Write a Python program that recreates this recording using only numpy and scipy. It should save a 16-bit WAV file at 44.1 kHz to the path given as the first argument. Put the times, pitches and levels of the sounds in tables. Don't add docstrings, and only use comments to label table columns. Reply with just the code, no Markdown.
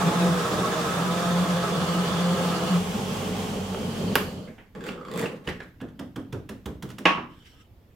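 import sys
import numpy as np
from scipy import signal
from scipy.fft import rfft, irfft, next_fast_len
from scipy.io import wavfile
from scipy.ndimage import uniform_filter1d, map_coordinates

SR = 44100
rng = np.random.default_rng(int(sys.argv[2]) if len(sys.argv) > 2 else 0)


def unload_audio(sound):
    columns = np.transpose(np.atleast_2d(sound))
    steps = np.round(np.clip(columns, -1, 1) * 32767)
    wavfile.write(sys.argv[1], SR, steps.astype(np.int16))


N = 350595
TIME_S = np.arange(N) / SR

# time_s, speed_hz, free_fourth_order_db
SHAFT_SPEED = [(0, 45.1, -40), (.7, 40.56, -40), (1.3, 44.43, -40), (2.76, 45.16, -40), (2.9, 47.4, -40),
               (3.4, 47.8, -44), (3.56, 47.6, -35), (3.9, 48.4, -42), (4.1, 49.5, -32), (4.2, 47.5, -42)]
# time_s, relative_db
HUM_THROB = [(0.0, -32), (0.078, -15.5), (0.12, -41), (0.15, -26), (0.26, -20.5), (0.29, -24), (0.32, -21),
             (0.49, -34), (0.54, -26), (0.59, -38), (0.62, -23.5), (0.65, -39), (0.81, -29), (0.86, -37),
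             (0.96, -30.5), (1.01, -32), (1.13, -28.5), (1.15, -32.5), (1.43, -20), (1.46, -37), (1.5, -24),
             (1.7, -30), (1.84, -24.5), (1.87, -44), (1.89, -20.5), (1.95, -31), (1.99, -20.5), (2.06, -31),
             (2.33, -19.5), (2.37, -32.5), (2.41, -20), (2.47, -31), (2.57, -27), (2.6, -33), (2.62, -34),
             (2.69, -35), (2.71, -25.5), (2.76, -21), (2.87, -40.5), (2.9, -19)]
# multiple, cutting_db, free_db, roughness
SHAFT_LOW_ORDERS = [(1, -63, -53, 0.9), (2, -50, -42.5, 0.4), (3, -43.5, -56, 0.8)]
# multiple, level_db
SHAFT_WEAK_ORDERS = [(9, -46)]
# time_s, rate_hz, third_relative_db, fourth_relative_db
TOOTH_STRIKES = [(0, 171.1, -43, -33.5), (.25, 169.6, -31.5, -34.5), (.4, 161.9, -30.5, -39),
                 (.55, 153.1, -35.5, -37), (.78, 154.3, -31, -36), (.95, 159.9, -38.5, -53),
                 (1.2, 171.5, -36, -35.5), (1.35, 173.3, -35.5, -35), (1.6, 171.2, -35, -37.5),
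                 (1.8, 170, -39, -44), (2.05, 166.9, -37.5, -48), (2.35, 176, -34, -38.5),
                 (2.55, 165.2, -34, -43), (2.8, 170.2, -43, -41)]
# multiple, re_cut_db
CHATTER_ORDERS = [(1, -14), (2, -14), (5, -15), (6, -17), (7, -23.5)]
# pitch_hz, re_cut_db
WALL_MODES = [(1040, -18.5), (1115, -17), (1200, -14), (1285, -12), (1335, -20)]
# time_s, mid_mode_hz, mid_db, low_db, high_db
CUP_RASP = [(0, 3560, -41.5, -59, -60), (.6, 3540, -46, -72, -72), (1.1, 3546, -44.5, -64, -56),
            (1.5, 3456, -44, -51, -51), (2, 3420, -44.5, -43.5, -46), (2.27, 3433, -42.5, -47, -45.5),
            (2.75, 3314, -46, -43, -49), (2.899, 3255, -48, -56, -73), (4.15, 3047, -50, -60, -50),
            (4.5, 3000, -64, -75, -63)]

# start_s, level_db, treble_edge_hz
SWITCH_HITS = [(3.746, -20.5, 2490), (4.155, -1.5, 30020)]
# start_s, level_db
INNER_SWITCH_HITS = [(4.474, -41.5), (4.58, -40.5)]
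# time_s, rumble_db, scrape_db
QUILL_PULLS = [(4.752, -37, -61.5), (4.8, -39, -59), (4.886, -36, -42.5), (5.006, -41.5, -73),
               (5.064, -42.5, -64.5), (5.19, -28, -37.5), (5.252, -31.5, -46.5), (5.412, -45.5, -65),
               (5.46, -48, -57), (5.6, -75, -85)]
# start_s, rumble_db, scrape_db
QUILL_SHUDDERS = [(5.472, -30, -41.5), (5.602, -55, -49.5)]
# start_s, ring_db, tick_db
RACK_HITS = [(4.75, -44.5, -41), (4.807, -41, -39.5), (4.839, -41, -35), (4.866, -40, -34),
             (4.886, -46, -38.5), (4.92, -41, -38), (4.977, -38, -49), (5.012, -35.5, -47),
             (5.05, -37.5, -39), (5.084, -37, -38), (5.114, -53, -34), (5.137, -38, -33), (5.158, -38, -33),
             (5.175, -46.5, -30.5), (5.193, -46.5, -30.5), (5.213, -34, -31)]
# start_s, clank_db, thud_db, treble_edge_hz, ring_hz
STOP_HITS = [(4.888, -26.5, -28, 6000, 2840), (5.226, -28, -51, 5010, 1940), (5.237, -22.5, -38, 3000, 510),
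             (5.257, -25.5, -44, 6060, 2760), (5.474, -24, -23, 5990, 2900),
             (5.487, -23.5, -34, 7000, 1840), (5.603, -30.5, -40, 3520, 1700),
             (5.617, -37, -43, 3510, 1640), (5.643, -48, -43, 3000, 1500)]
# start_s, slap_db, treble_edge_hz, thump_db, pitch_hz
PAT_HITS = [(5.801, -36, 2500, -48, 250), (5.811, -37, 8970, -27.5, 256), (5.884, -49, 9000, -46, 220),
            (5.991, -34, 14000, -27, 274), (6.158, -33, 14000, -26, 217), (6.324, -34, 13950, -24, 222),
            (6.489, -32.5, 25000, -30, 250), (6.656, -31.5, 25000, -25.5, 221),
            (6.823, -32, 25000, -27.5, 227), (6.887, -43.5, 20000, -38.5, 238),
            (6.9, -37.5, 20000, -47.5, 240), (6.911, -43.5, 20000, -52, 240),
            (6.982, -31.5, 25000, -32, 257)]
# start_s, clap_db, thud_db, treble_edge_hz
DROP_HITS = [(7.054, -3.5, -35, 30000), (7.178, -17.5, -27.5, 1210)]

# freq_hz, density_db
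TEARING_SPECTRUM = [(130, -33), (220, -28), (254, -9.5), (364, -8), (502, -5.5), (569, -3.5), (681, -5),
                    (907, -9), (1230, -4.5), (2260, -18), (3610, -20), (4240, -21.5), (7270, -23.5),
                    (14900, -36), (16000, -30.5)]
DRONE_SPECTRUM = [(32, -51.5), (55, -18), (92, -5), (124, -7), (194, 4.5), (328, -11.5), (403, -4.5),
                  (438, -4), (510, -7.5), (636, -12.5), (741, -24.5), (1500, -31), (3300, -120)]
WHIRR_SPECTRUM = [(410, -28), (700, 0), (830, 2.5), (984, -5.5), (1060, 0), (1400, -8), (1890, -10.5),
                  (3200, -8.5), (3990, -14), (7200, -15.5), (9730, -20.5), (14600, -24), (16000, -26.5)]
AIR_SPECTRUM = [(15, -34), (25, -0.5), (105, 3.5), (145, -6.5), (206, -5.5), (754, -19.5), (1400, -25.5),
                (2760, -28.5), (9570, -42.5), (13600, -31), (16000, -38.5)]
SNAP_SPECTRUM = [(180, -40.5), (300, -27), (337, -36), (398, -10), (723, -13.5), (1020, -7), (1130, -7),
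                 (2020, -18), (2590, -15.5), (5650, -28), (12500, -31.5), (15800, -33.5)]
BENCH_THUD_SPECTRUM = [(21, -42.5), (35, -19), (64, -12), (140, -6.5), (194, 2.5), (237, -4), (458, -5.5),
                       (627, -23.5), (931, -29), (1800, -29), (2340, -64), (3960, -120)]
INNER_SWITCH_SPECTRUM = [(700, -3.5), (1200, -12), (1750, 1.5), (2300, -7), (3000, -12), (4500, -32),
                         (16000, -46.5)]
SCRAPE_SPECTRUM = [(530, -4), (900, 0.5), (956, -11), (1120, 1), (1400, -0.5), (1870, 2), (6280, -15),
                   (7510, -15), (9660, -19), (15800, -20.5)]
TICK_FIZZ_SPECTRUM = [(3500, -33.5), (7400, 5), (9500, -2), (13000, -4.5), (15800, -7)]
SLAP_SPECTRUM = [(400, -26.5), (750, -11.5), (1600, -6), (2300, -14), (3100, -9.5), (4200, -17),
                 (8000, -20.5), (13000, -22.5), (16000, -21.5)]
BOARD_CLAP_SPECTRUM = [(82, -34), (140, -11), (269, -10), (335, 1), (479, -5), (529, -10), (1100, -0.5),
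                       (1370, -8), (1700, -5.5), (2300, -11), (2900, -10.5), (3700, -21), (7380, -38.5),
                       (11900, -48.5), (15100, -56.5), (16000, -88.5)]
# pitch_multiple, density_db
PALM_SPECTRUM = [(.1, -46), (.3, -10.5), (.6, -5), (1, -3.5), (1.5, -9), (2.1, -11.5), (2.8, -25.5),
                 (7, -29), (15, -100)]

# centre_hz, width_hz, gain_db
HEAD_CASTING_PEAKS = [(187, 14, -5), (320.2, 10, -6.5), (405, 10, -5.5), (463, 11, -8), (508, 25, -16.5),
                      (662, 15, -19), (849, 16, -14.5), (1037, 25, -17), (1120, 43, -11), (1186, 49, -13.5),
                      (1288, 56, -16), (1660, 100, -16.5)]
SWITCH_BOX_PEAKS = [(430, 90, 5.5), (880, 150, 0.5), (1360, 240, 4), (1660, 320, -0.5), (2900, 830, -5),
                    (6000, 3300, -24.5), (12100, 1700, -9)]
SLEEVE_PEAKS = [(175, 56, 4.5), (477, 79, 3), (842, 29, -8), (1120, 160, -12.5)]
BOARD_EDGE_PEAKS = [(1100, 240, 5), (2900, 800, -1.5)]
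BOARD_RUB_PEAKS = [(1620, 300, -8), (2150, 250, -9), (3050, 240, 1), (5670, 500, -15), (7300, 1070, -19)]
# pitch_hz, level_db, t60_s
PINION_MODES = [(3450, 0, .035), (4650, -6, .03), (7400, -11, .03)]
BOARD_MODES = [(165, -4, .1), (240, -5, .07), (335, -4, .07), (470, -1, 0.06), (673, -7, .04),
               (953, -8, .08), (1110, -1, 0.3), (1696, -7, .09), (2430, -11, .1), (2760, 3, .01)]

# freq_hz, t60_s
SHOP_DECAY = [(100, 0.86), (400, 0.27), (2000, 0.35), (10000, 0.31)]
# freq_hz, correlation
STEREO_LIKENESS = [(60, 0.92), (120, 0.98), (240, 0.92), (480, 0.87), (950, 0.32), (1890, 0.23),
                   (3770, 0.33), (7520, 0.19), (15000, -0.23)]
# freq_hz, left_over_right_db
STEREO_LEAN = [(60, -3), (180, 0.5), (550, -2), (1650, -1.5), (4970, -2), (15000, 2)]

THROUGH_S, EASE_S, OFF_S = 2.79, 3.54, 4.155
SPINDLE_RATIO, BELT_RATIO = .36, .17
LEFT_RIGHT = np.array([[1], [-1]])


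def amp(db):
    return 10 ** (np.asarray(db) / 20)


def unit(x):
    return x / np.sqrt(np.mean(x ** 2) + 1e-20)


def along(points, hz):
    knots_hz, values = np.transpose(points)
    return np.interp(np.log(hz + 1), np.log(knots_hz + 1), values)


def curves(rows):
    knots_s, *columns = np.transpose(rows)
    return [np.interp(TIME_S, knots_s, column) for column in columns]


def during(start_s, end_s, edge_s=.033):
    fade_in = np.clip((TIME_S - start_s) / edge_s + .5, start_s <= 0, 1)
    return fade_in * np.clip((end_s - TIME_S) / edge_s + .5, 0, 1)


def wobble(rate_hz):
    knots = rng.standard_normal(int(N * rate_hz / SR) + 4)
    coarse = np.arange(N // 32 + 2) * 32
    return np.interp(np.arange(N), coarse, map_coordinates(knots, [coarse * rate_hz / SR]))


def tone(phase, db, roughness, rate_hz=10):
    gain = amp(db + 3.03 * roughness * wobble(rate_hz))
    return gain * np.sqrt(2) * np.sin(phase + roughness * wobble(1.2 * rate_hz))


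def filtered(x, response):
    size = next_fast_len(x.shape[-1] + 8192)
    return irfft(rfft(x, size) * response(np.fft.rfftfreq(size, 1 / SR)), size)[..., :x.shape[-1]]


def dulled(x, edge_hz):
    return filtered(x, lambda hz: 1 / (1 + 1j * hz / edge_hz) ** 2)


def shape(spectrum):
    return lambda hz: amp(along(spectrum, hz))


def body(peaks):
    return lambda hz: sum(
        (-1) ** k * amp(db) * 1j * hz * width_hz / (centre_hz ** 2 - hz ** 2 + 1j * hz * width_hz)
        for k, (centre_hz, width_hz, db) in enumerate(peaks))


def casting(peaks, bass_edge_hz):
    return lambda hz: body(peaks)(hz) * hz ** 2 / (hz ** 2 + bass_edge_hz ** 2)


def stereo(pair, response):
    def mid_side(hz):
        angle = np.arccos(np.clip(along(STEREO_LIKENESS, hz), -1, 1)) / 2
        return response(hz) * np.array([np.cos(angle), np.sin(angle)])
    mid, side = filtered(pair, mid_side)
    return np.array([mid + side, mid - side])


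def rush(response, patchy_db):
    bins = signal.stft(rng.standard_normal((2, N)), nperseg=512)[2]
    patches = uniform_filter1d(rng.standard_normal(bins.shape[1:]), size=5, axis=0)
    patches = unit(uniform_filter1d(patches, size=10, axis=1))
    noise = signal.istft(bins * amp(patchy_db * patches), nperseg=512)[1][:, :N]
    return unit(stereo(noise, response))


def click(peaks):
    x = filtered(signal.unit_impulse(SR // 3), body(peaks))
    return x / np.abs(x).max()


def puff(spectrum, rise_s, t60_s):
    t = np.arange(SR // 3) / SR
    swell = (1 - np.exp(-t / rise_s)) ** 2 * amp(-60 * t / t60_s)
    noise = filtered(rng.standard_normal(len(t)), shape(spectrum)) * swell
    return unit(noise) * np.sqrt(np.mean(swell ** 2)) / swell.max() / 2


def ring(modes, rise_s, detune=0.01):
    t = np.arange(SR // 3) / SR
    x = 0
    for hz, db, t60_s in modes:
        decay = amp(db + rng.normal(0, 1.5) - 60 * t / t60_s)
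        x += decay * np.sin(2 * np.pi * hz * (1 + detune * rng.normal()) * t)
    x *= 1 - np.exp(-t / rise_s)
    return x / np.abs(x).max()


def place(out, start_s, blow, wet_db, diffuse_hz=500, left_over_right_db=-2):
    padded = np.pad(blow, (256, SR // 2))
    hz, t, noise = signal.stft(rng.standard_normal((2, 2, len(padded))), SR, nperseg=256)
    decay = amp(-60 * t / along(SHOP_DECAY, hz)[:, None])
    power = np.abs(signal.stft(padded, nperseg=256)[2]) ** 2
    wash_power = np.abs(signal.fftconvolve(power, decay ** 2, axes=1)[:, :len(t)])
    wash_power /= np.sum(decay ** 2, axis=1).mean() * np.mean(np.abs(noise) ** 2)
    wash = signal.istft(noise[0] * np.sqrt(wash_power), nperseg=256)[1][:, :len(padded)]
    tail = signal.istft(noise[1] * decay, nperseg=256)[1]
    echoes = signal.fftconvolve(padded[None], tail / np.linalg.norm(tail[0]), axes=1)[:, :len(padded)]
    low = lambda hz: 1 / np.sqrt(1 + (hz / diffuse_hz) ** 4)
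    high = lambda hz: np.sqrt(1 - low(hz) ** 2)
    heard = amp(wet_db) * (stereo(echoes, low) + stereo(wash, high))
    heard[:, :len(blow)] += blow * amp(left_over_right_db / 2 * LEFT_RIGHT)
    span = out[:, round(start_s * SR):][:, :heard.shape[1]]
    span += heard[:, :span.shape[1]]


def shaft(coast_hz_per_s=63.7):
    powered_hz = curves(SHAFT_SPEED)[0]
    coasting_s = np.maximum(TIME_S - SHAFT_SPEED[-1][0], 0)
    hz = np.maximum(powered_hz - coast_hz_per_s * coasting_s, 1)
    return 2 * np.pi * np.cumsum(hz) / SR, 20 * np.log10(hz / powered_hz)


def motor_hum(shaft_rad, speed_db, head_hz=176, left_lead_rad=0.34, fade_db_per_db=7):
    cutting = during(0, THROUGH_S, 0.074)
    loaded = during(0, HUM_THROB[-1][0], 0.044)
    belt = 1 + 0.5 * np.sin(BELT_RATIO * shaft_rad + 1.5 * wobble(3.02))
    free = belt * tone(4 * shaft_rad, curves(SHAFT_SPEED)[1], .7, rate_hz=18)
    head_rad = 2 * np.pi * head_hz * TIME_S + left_lead_rad / 2 * LEFT_RIGHT + 0.63 * wobble(30)
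    throb = tone(head_rad, curves(HUM_THROB)[0] - 1, 0.53)
    low = sum(tone(k * shaft_rad, free_db + cutting * (cut_db - free_db), roughness)
              for k, cut_db, free_db, roughness in SHAFT_LOW_ORDERS)
    weak = sum(tone(k * shaft_rad, db, 0.068) for k, db in SHAFT_WEAK_ORDERS)
    hum = (1 - loaded) * free + loaded * throb + low
    return amp(fade_db_per_db * speed_db) * hum + during(0, OFF_S) * weak


def saw_teeth(shaft_rad, cut_db=-29.5, sag_db_per_s=2.01):
    tooth_hz, third_db, fourth_db = curves(TOOTH_STRIKES)
    tooth_rad = 2 * np.pi * np.cumsum(tooth_hz) / SR
    bite_db = np.sin(SPINDLE_RATIO * shaft_rad + 0.56 * wobble(2)) + 0.48 * wobble(11)
    fibres = rush(shape(TEARING_SPECTRUM), patchy_db=1.5)
    head = amp(-4) * rush(casting(HEAD_CASTING_PEAKS, 110), patchy_db=2.5)
    chatter = sum(tone(k * tooth_rad, db + 4 * wobble(8), .9, rate_hz=26) for k, db in CHATTER_ORDERS)
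    wall = sum(tone(2 * np.pi * hz * TIME_S, db + 4 * wobble(20), 1, rate_hz=40)
               for hz, db in WALL_MODES)
    whine = sum(tone(k * tooth_rad, db, .9, rate_hz=22) for k, db in ((3, third_db), (4, fourth_db)))
    cut = amp(cut_db - sag_db_per_s * TIME_S) * (amp(bite_db) * (fibres + head + wall) + chatter)
    return during(0, THROUGH_S, 0.047) * (cut + amp(-3) * whine)


def cup_rasp(shaft_rad, low_hz=2953, high_hz=4460):
    mid_hz, *levels_db = curves(CUP_RASP)
    out = 0
    for mode_hz, db, half_width_hz in zip((mid_hz, low_hz, high_hz), levels_db, (230, 170, 480)):
        noise = filtered(rng.standard_normal((2, 2, N)), lambda hz: 1 / (1 + (hz / half_width_hz) ** 4))
        phase = 2 * np.pi * np.cumsum(mode_hz * (1 + .015 * wobble(16))) / SR
        band = noise[0] * np.cos(phase) + noise[1] * np.sin(phase)
        bursts = amp(2.6 * wobble(34) + 1.2 * np.sin(SPINDLE_RATIO * shaft_rad))
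        out += amp(db) * unit(bursts * band)
    return during(0, CUP_RASP[-1][0]) * out


def drivetrain(speed_db, free_drone_db=-31.5, eased_whirr_db=-39.5):
    drone_db = free_drone_db - 2 * during(0, THROUGH_S, 0.2) + 3.3 * speed_db
    whirr_db = eased_whirr_db + 4 * during(0, EASE_S, 0.2) + 4.03 * speed_db
    drone = amp(drone_db + 1.3 * wobble(9.2)) * rush(shape(DRONE_SPECTRUM), patchy_db=1.5)
    whirr = amp(whirr_db + .6 * wobble(15)) * rush(shape(WHIRR_SPECTRUM), patchy_db=.6)
    return drone + whirr


def shop_air(level_db=-54.5):
    return amp(level_db) * rush(shape(AIR_SPECTRUM), patchy_db=1.5)


def power_switch(out):
    for start_s, db, edge_hz in SWITCH_HITS:
        snap = 0.87 * click(SWITCH_BOX_PEAKS) + 0.5 * puff(SNAP_SPECTRUM, 0.00011, 0.046)
        thud = 0.066 * puff(BENCH_THUD_SPECTRUM, 0.0048, 0.11)
        place(out, start_s, amp(db) * dulled(snap + thud, edge_hz), wet_db=-4.5)


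def inner_switch(out):
    for start_s, db in INNER_SWITCH_HITS:
        place(out, start_s, amp(db) * puff(INNER_SWITCH_SPECTRUM, 0.00156, 0.05), wet_db=3)


def quill_rise(shudder_db_per_s=183):
    gains = amp(curves(QUILL_PULLS)) * during(QUILL_PULLS[0][0], QUILL_PULLS[-1][0], .012)
    for start_s, *levels_db in QUILL_SHUDDERS:
        shudder = amp(np.c_[levels_db] - shudder_db_per_s * np.maximum(TIME_S - start_s, 0))
        gains = np.hypot(gains, during(start_s, N / SR, .012) * shudder)
    rumble = amp(0.35 * wobble(35)) * rush(casting(SLEEVE_PEAKS, 100), patchy_db=1)
    scrape = amp(2.5 * wobble(90)) * rush(shape(SCRAPE_SPECTRUM), patchy_db=2.5)
    return gains[0] * rumble + gains[1] * scrape


def rack_teeth(out, first_hz=1736, fall_per_s=1.27, firm_tick_db=-34.5):
    for start_s, ring_db, tick_db in RACK_HITS:
        fizz_db = -42.5 + 3 * (tick_db - firm_tick_db)
        fizz = amp(fizz_db) * puff(TICK_FIZZ_SPECTRUM, 0.00046, 0.012)
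        tick = dulled(puff(SCRAPE_SPECTRUM, 0.0006, 0.024), 8900)
        tick += 0.5 * ring(PINION_MODES, 0.00026, detune=0.0195)
        ring_hz = first_hz * np.exp(-fall_per_s * (start_s - RACK_HITS[0][0]))
        rack = amp(ring_db) * ring([(ring_hz, 0, .04)], 0.00052)
        place(out, start_s, rack + amp(tick_db) * tick + fizz, wet_db=2)


def quill_stop(out):
    for start_s, clank_db, thud_db, edge_hz, ring_hz in STOP_HITS:
        clank = puff(SCRAPE_SPECTRUM, 0.0011, 0.038) + 0.87 * ring([(ring_hz, 0, .024)], 0.00045)
        thud = amp(thud_db) * puff(BENCH_THUD_SPECTRUM, 0.0022, 0.077)
        place(out, start_s, amp(clank_db) * dulled(clank, edge_hz) + thud, wet_db=-2.5)


def hand_pats(out):
    for start_s, slap_db, edge_hz, thump_db, pitch_hz in PAT_HITS:
        slap = puff(SLAP_SPECTRUM, 0.0066, 0.024) + 0.25 * ring([(3180, 0, .016)], .008, detune=0.088)
        place(out, start_s, amp(slap_db) * dulled(slap, edge_hz), wet_db=-3)
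        thump = puff([(k * pitch_hz, db) for k, db in PALM_SPECTRUM], rise_s=0.018, t60_s=0.093)
        place(out, start_s, amp(thump_db) * thump, wet_db=-1.5)


def board_drop(out):
    for start_s, clap_db, thud_db, edge_hz in DROP_HITS:
        clap = puff(BOARD_CLAP_SPECTRUM, 0.00084, 0.046)
        clap += 0.39 * ring(BOARD_MODES, 0.0036, detune=0.0037)
        clap += 0.14 * click(BOARD_EDGE_PEAKS)
        thud = amp(thud_db) * puff(BENCH_THUD_SPECTRUM, 0.0018, 0.027)
        place(out, start_s, amp(clap_db) * dulled(clap, edge_hz) + thud, wet_db=-0.5)


def board_slide(start_s=7.3, shove_s=7.48, squeak_s=7.53, end_s=7.645, squeak_hz=1270):
    rub_db = -61 + 7 * np.exp(-((TIME_S - shove_s) / 0.047) ** 2)
    rub = amp(rub_db + 1.9 * wobble(70)) * rush(body(BOARD_RUB_PEAKS), patchy_db=2.5)
    squeak = tone(2 * np.pi * squeak_hz * TIME_S + 1.5 * wobble(60), db=-67, roughness=.8)
    return during(start_s, end_s, .06) * rub + during(squeak_s, end_s) * squeak


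def scene():
    shaft_rad, speed_db = shaft()
    out = motor_hum(shaft_rad, speed_db) + shop_air()
    out += saw_teeth(shaft_rad) + cup_rasp(shaft_rad) + drivetrain(speed_db) + quill_rise()
    for add_blows in (power_switch, inner_switch, rack_teeth, quill_stop, hand_pats, board_drop):
        add_blows(out)
    return out + board_slide()


def record(dry):
    top_hz = 15950
    return filtered(dry, lambda hz: amp(along(STEREO_LEAN, hz) / 2 * LEFT_RIGHT) * (hz < top_hz))


dry = scene()
out = record(dry)
unload_audio(out)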